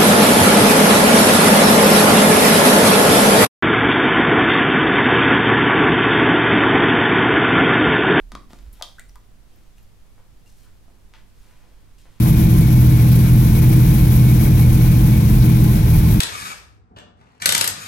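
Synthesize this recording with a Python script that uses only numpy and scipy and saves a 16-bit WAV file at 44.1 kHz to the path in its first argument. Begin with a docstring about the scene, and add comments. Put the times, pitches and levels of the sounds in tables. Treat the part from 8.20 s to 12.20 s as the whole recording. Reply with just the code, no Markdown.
"""A quiet pottery studio, the stereo microphone close to a plastic bucket of clay water. Room air, mains
hum and a soft regular throb, probably the turning wheel, lie under it all. In the first second a wet hand
and a wooden tool dip in and knock the bucket over a low rumble; drops fall back and ring as bubbles.
Then wet fingers wipe along the tool among stray drips, and from about two seconds on the hand also
slaps the water softly."""
import sys
import numpy as np
from scipy import signal
from scipy.fft import rfft, irfft
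from scipy.io import wavfile
from scipy.ndimage import uniform_filter1d

SR = 44100
rng = np.random.default_rng(int(sys.argv[2]) if len(sys.argv) > 2 else 0)


def materialize(psi):
    """Save the field psi as 16-bit PCM at rate SR to the path in sys.argv[1].

    A 1-D psi becomes a single channel; in a 2-D psi each row is a channel.
    """
    bounded = np.clip(np.atleast_2d(psi).T, -1, 1)
    quanta = np.round(bounded * 32767).astype(np.int16)
    wavfile.write(sys.argv[1], SR, quanta)


N = 176400
TIME, FREQ = np.arange(N) / SR, np.fft.rfftfreq(N, 1 / SR)


def amp(db):
    """Decibels to gain."""
    return 10 ** (np.asarray(db) / 20)


def unit(x):
    """Scales to rms 1."""
    return x / np.sqrt(np.mean(x ** 2) + 1e-20)


def read(points, hz):
    """Reads a table on a log-frequency axis."""
    f, value = np.transpose(points)
    return np.interp(np.log(hz + 1), np.log(f + 1), value)


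def add(mix, start, sound):
    """Mixes a sound in at a time in seconds."""
    part = mix[max(round(start * SR), 0):][:len(sound)]
    part += sound[:len(part)]


def pair(a, b, likeness):
    """Two channels of given likeness from two unrelated signals."""
    c = np.clip(likeness, -1, 1)
    mid, side = a * np.sqrt((1 + c) / 2), b * np.sqrt((1 - c) / 2)
    return np.array([mid + side, mid - side])


def colour(x, points, size=4096):
    """Causal filter that follows a table of (frequency [Hz], gain [dB])."""
    log_gain = np.log(amp(read(points, abs(np.fft.fftfreq(size, 1 / SR)))))
    taps = np.fft.ifft(np.exp(np.conj(signal.hilbert(log_gain)))).real
    return signal.fftconvolve(x, taps[:size // 2])


def whiten(x, size=40):
    """Evens out the chance colour of a short burst."""
    power = uniform_filter1d(abs(rfft(x)) ** 2, size)
    return colour(x, np.c_[np.fft.rfftfreq(len(x), 1 / SR), -10 * np.log10(abs(power) + 1e-12)])


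def band(x, hz, octaves):
    """A bell-shaped band that keeps the power of white noise."""
    bell = np.exp(-.5 * (np.log2((FREQ + 1) / hz) / octaves) ** 2) * np.sqrt(hz / (FREQ + hz))
    return irfft(rfft(x) * unit(bell), N)


def swell(start, rise, fall):
    """A smooth rise and an exponential fall."""
    t = TIME - start
    return np.sin(np.pi / 2 * np.clip(t / rise, 0, 1)) * np.exp(-np.maximum(t - rise, 0) / fall)


def room_air(level_db=-50.5):
    """The studio's steady room tone, heaviest in the bass."""
    # spectrum of the air: (frequency [Hz], relative density [dB])
    shape = [(15, -22.5), (25, -2.5), (48, -4.5), (70, -16.5), (108, -15.5), (127, -17), (390, -29.5),
             (531, -32), (1300, -37), (1840, -39), (16000, -48)]
    # stereo image: (frequency [Hz], left-right correlation)
    likeness = [(30, 0.22), (70, 0.4), (130, -0.14), (300, 0.28), (4000, 0.21), (12000, 0.12)]
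    # the bass leans right: (frequency [Hz], gain added left and taken off right [dB])
    balance = [(40, -1.2), (100, -2), (200, 0)]
    spectrum = pair(*rfft(rng.standard_normal((2, N))), read(likeness, FREQ)) * amp(read(shape, FREQ))
    spectrum *= amp(np.outer([1, -1], read(balance, FREQ)))
    return amp(level_db) * unit(irfft(spectrum, N))


def mains_hum():
    """Two steady mains harmonics, one radian apart between left and right."""
    # harmonics: (frequency [Hz], rms level [dB])
    partials = [(100, -64), (200, -74.5)]
    offset = np.array([[0], [1]])
    return sum(amp(db) * np.sqrt(2) * np.sin(2 * np.pi * (hz * TIME + rng.random()) + offset)
               for hz, db in partials)


def wheel_throb(beat_at_s=2.171, period_s=.1722, width_s=.015, level_db=-41.5):
    """A soft, regular push of pressure, probably from the turning wheel."""
    from_beat = (TIME - beat_at_s + period_s / 2) % period_s - period_s / 2
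    push = np.exp(-.5 * (from_beat / width_s) ** 2)
    return amp(level_db) * (push.mean() - push)


def rumble(centre_hz=40.66, wander_hz=7.4):
    """A deep boom of wandering pitch swells with the first movements."""
    # course of the boom: (time [s], level [dB])
    levels = [(0, -43.5), (.04, -41), (.14, -41.5), (.28, -54), (.38, -51), (.48, -38.5), (.6, -49),
              (.74, -60), (.94, -45.5), (1.15, -70), (4, -78)]
    wander = unit(irfft(rfft(rng.standard_normal(N)) * (FREQ < 20), N))
    boom = np.sqrt(2) * np.sin(2 * np.pi * np.cumsum(centre_hz + wander_hz * wander) / SR)
    return boom * amp(np.interp(TIME, *np.transpose(levels)))


def room_reflections(x, tail_db=-3, gap_s=.0017, wall_dull_hz=11500, echo_dull_hz=7000, size=256):
    """Dulled early echoes off nearby things, and a short tail from the walls, longest in the bass."""
    # decay of the studio: (frequency [Hz], t60 [s])
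    decay = [(200, 0.75), (700, 0.33), (1500, 0.32), (3500, 0.35), (8000, 0.34), (14000, 0.58)]
    # stereo image of the tail: (frequency [Hz], left-right correlation)
    likeness = [(200, 0.63), (1000, 0.66), (4000, 0.55), (10000, 0.046)]
    # early echoes: (delay [s], gain [dB])
    echoes = [(.008, -15), (0.0116, -16.5)]
    hz, t, bins = signal.stft(rng.standard_normal((2, SR)), SR, nperseg=size)
    hz = hz[:, None]
    bins = pair(*bins, read(likeness, hz)) / (1 + (hz / wall_dull_hz) ** 2)
    response = signal.istft(bins * amp(-60 * t / read(decay, hz)), SR, nperseg=size)[1]
    response *= np.clip(TIME[:response.shape[1]] / gap_s - 1, 0, 1)
    response *= amp(tail_db) * np.sqrt(2 * np.log(1000) / (read(decay, 970) * SR))  # midrange energy
    smear = np.exp(-2 * np.pi * echo_dull_hz * TIME[:size])
    for side in response:
        for delay, db in echoes:
            add(side, delay * rng.uniform(.99, 1.01), amp(db) * smear / smear.sum())
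    return signal.fftconvolve(x[None], response, axes=1)[:, :N]


def wet_noise(size=32, grain_db=4.5):
    """Noise that comes in tiny clumps, like a film of slip tearing."""
    clumps = np.repeat(rng.standard_normal(N // size + 1), size)[:N]
    return unit(rng.standard_normal(N) * amp(grain_db * clumps))


def hand_slaps(rise_s=.011, fall_s=.03, snap_db=21.5):
    """The hand meets the water, heard from further off: a small snap, then a diffuse splash."""
    # slaps: (time [s], level [dB], centre [Hz], width [octaves])
    slaps = [(1.981, -63.5, 860, 1.15), (2.682, -62.5, 463, 1), (2.9383, -53.5, 1950, 1.16),
             (3.856, -60.5, 700, 1.7)]
    out = np.zeros(N)
    for start, db, hz, width in slaps:
        splash = wet_noise() * swell(start, rise_s, fall_s)
        add(splash, start, amp(snap_db) * np.ones(2))
        out += amp(db) * band(splash, hz, width)
    return out


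def finger_strokes():
    """Wet fingers slide over the tool and stir the water."""
    # wipes and sloshes: (start [s], rise [s], fall [s], level [dB], centre [Hz], width [octaves])
    strokes = [(0.12, 0.018, 0.021, -47, 222, 0.41), (0.288, 0.021, 0.14, -58, 900, 12),
               (0.526, 0.0064, 0.0059, -48, 11900, 0.42), (0.527, 0.0035, 0.18, -63, 3520, 1.5),
               (1.24, 0.1, 0.25, -69.5, 3520, 2.1), (1.56, 0.017, 0.06, -67, 6050, 1.6),
               (1.31, 0.03, 0.05, -68, 324, 0.77), (2.26, 0.017, 0.12, -63.5, 6800, 0.83),
               (2.33, 0.12, 0.027, -62.5, 7040, 1.8), (2.42, 0.057, 0.017, -68, 1380, 0.55),
               (3.12, 0.12, 0.18, -65, 6440, 3.4), (3.17, .16, 0.26, -65.5, 1420, 1.5),
               (3.422, 0.027, 0.035, -62.5, 560, 0.72), (3.78, 0.0059, 0.052, -60, 5040, 1.13),
               (3.85, 0.11, 0.3, -66.5, 1890, 2.9)]
    return sum(amp(db) * swell(start, rise, fall) * band(wet_noise(), hz, width)
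               for start, rise, fall, db, hz, width in strokes)


def drops_and_bucket_ring(wobble_share=.04, taper=.7, spatter_s=.0039, spatter_grain=2.2, size=3000):
    """Spatters, each with a ring that swells, wobbles upward in pitch and quickly dies."""
    # bubbles trapped by drops; the last row is a short ring of the bucket as the hand slaps the water:
    # (time [s], pitch [Hz], time to peak [s], pitch rise [share per time to peak], ring [dB], spatter [dB])
    rings = [(.1529, 1078, 0.00096, 0.023, -27.5, -65), (0.5965, 835, 0.0026, 0.014, -47.5, -70),
             (0.6255, 3270, 0.00097, 0.018, -25.5, -57), (0.784, 1423, 0.0016, .05, -38.5, -56),
             (.7910, 1804, 0.0038, 0.067, -45, -55), (.7956, 8100, 0.00033, 0.013, -35.5, -43),
             (.888, 9300, 0.0004, .01, -49.5, -64), (0.894, 5200, 0.00081, .025, -47.5, -56),
             (.957, 993, 0.0025, 0.014, -50, -54), (1.360, 14300, 0.00032, .005, -49, -62),
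             (1.582, 2470, 0.00048, .02, -52, -54), (1.630, 12400, 0.00018, .01, -51, -60),
             (2.260, 2680, 0.006, 0.0156, -61, -58), (2.940, 873, 0.0047, 0.014, -57, -64)]
    t, out = TIME[:size], np.zeros(N)
    for start, hz, peak_s, rise, ring_db, spatter_db in rings:
        age = t / peak_s
        grit, jitter = rng.standard_normal((2, size))
        wobble = wobble_share * unit(uniform_filter1d(jitter, 40))
        pitch = hz * (1 + rise * np.minimum(age, 10) + wobble)
        ring = (age * np.exp(1 - age)) ** taper * np.sin(2 * np.pi * np.cumsum(pitch) / SR)
        spatter = unit(np.sign(grit) * abs(grit) ** spatter_grain) * np.exp(-t / spatter_s)
        add(out, start, amp(ring_db) * ring + amp(spatter_db) * spatter)
    return out


def bucket_knocks(scuff_grain=.85, size=6000):
    """Close to the microphone, a blow and a short wet scuff ring the modes of the plastic bucket."""
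    # modes of the bucket: (frequency [Hz], resonance gain [dB], t60 [s])
    modes = [(250, 7, 0.01), (581, 5.5, 0.045), (690, 2.5, 0.02), (885, -2, 0.019), (1200, 6, 0.045),
             (1500, -8, 0.0074), (1920, -5.5, 0.0077), (3440, -1.5, 0.011), (3770, -6, 0.008),
             (4600, -3.5, 0.0033), (5880, -5, 0.0011), (8450, -4.5, 0.0014), (11000, -3.5, 0.0038),
             (14900, -14, 0.0024)]
    # knocks: (time [s], scuff decay [s], scuff share [0-1], then strength [dB] at each of strength_hz)
    knocks = [(0.1193, 0.0023, 0.8, -13, -14, -7, -13.5, -25),
              (0.1518, 0.0013, 0.87, -7, -6.5, -5, -8.5, -25.5),
              (0.3065, 0.0012, 0.5, -15, -17, -21.5, -25, -42),
              (0.3327, 0.0013, 0.93, -8, -12, -14, -20, -32.5), (0.3886, .002, 1, -39, -27, -25, -25, -40),
              (0.6127, 0.00084, 0.21, -33, -0.5, -5, -21, -45),
              (0.6243, 0.0016, 0.37, -37, -13, -19, 4, -13),
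              (.6272, .0012, 0.46, -23, -8.5, -1.5, -34, -10),
              (0.9568, 0.0017, 1, -33, -41, -14, -27.5, -26)]
    # points along a knock's spectrum: (frequency [Hz])
    strength_hz = (250, 600, 1200, 4000, 13000)
    t, out = TIME[:size], np.zeros(N)
    body = sum(amp(db - 60 * t / t60) * 2 * np.log(1000) / (t60 * SR) * np.cos(2 * np.pi * hz * t)
               for hz, db, t60 in modes)
    for start, scuff_s, share, *strength_db in knocks:
        grit = rng.standard_normal(size)
        scuff = np.sign(grit) * abs(grit) ** scuff_grain * np.exp(-t / scuff_s)
        force = np.sqrt(share) * scuff / np.linalg.norm(scuff)
        force[0] += np.sqrt(1 - share)  # the blow
        ring = signal.fftconvolve(whiten(force), body)
        add(out, start, colour(ring, list(zip(strength_hz, strength_db))))
    return out


def scene(left_lag_s=1.6e-5, soft_room_db=2.5):
    """The bucket stands a little off centre; strokes and slaps carry more room than knocks and drops."""
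    near = bucket_knocks() + drops_and_bucket_ring()
    soft = finger_strokes() + hand_slaps()
    delayed = irfft(rfft(near + soft) * np.exp(-2j * np.pi * FREQ * left_lag_s), N)
    direct = np.array([delayed, near + soft]) * amp([[1], [-1]])  # louder on the left
    reflected = room_reflections(near + amp(soft_room_db) * soft)
    background = room_air() + mains_hum()
    low_end = (rumble() + wheel_throb()) * amp([[-2], [2]])  # louder on the right
    return direct + reflected + background + low_end


def record(dry, edge_hz=15850):
    """The treble is lifted slightly and the very top is softened; a steep band limit follows."""
    # treble colour: (frequency [Hz], gain [dB])
    treble_shape = [(10000, 0.5), (13000, 1.5), (16000, -4)]
    heard = np.array([colour(side, treble_shape)[:N] for side in dry])
    band_limit = signal.firwin(401, edge_hz, window=("kaiser", 8), fs=SR)
    return signal.oaconvolve(heard, band_limit[None], "same")


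dry = scene()
out = record(dry)
materialize(out)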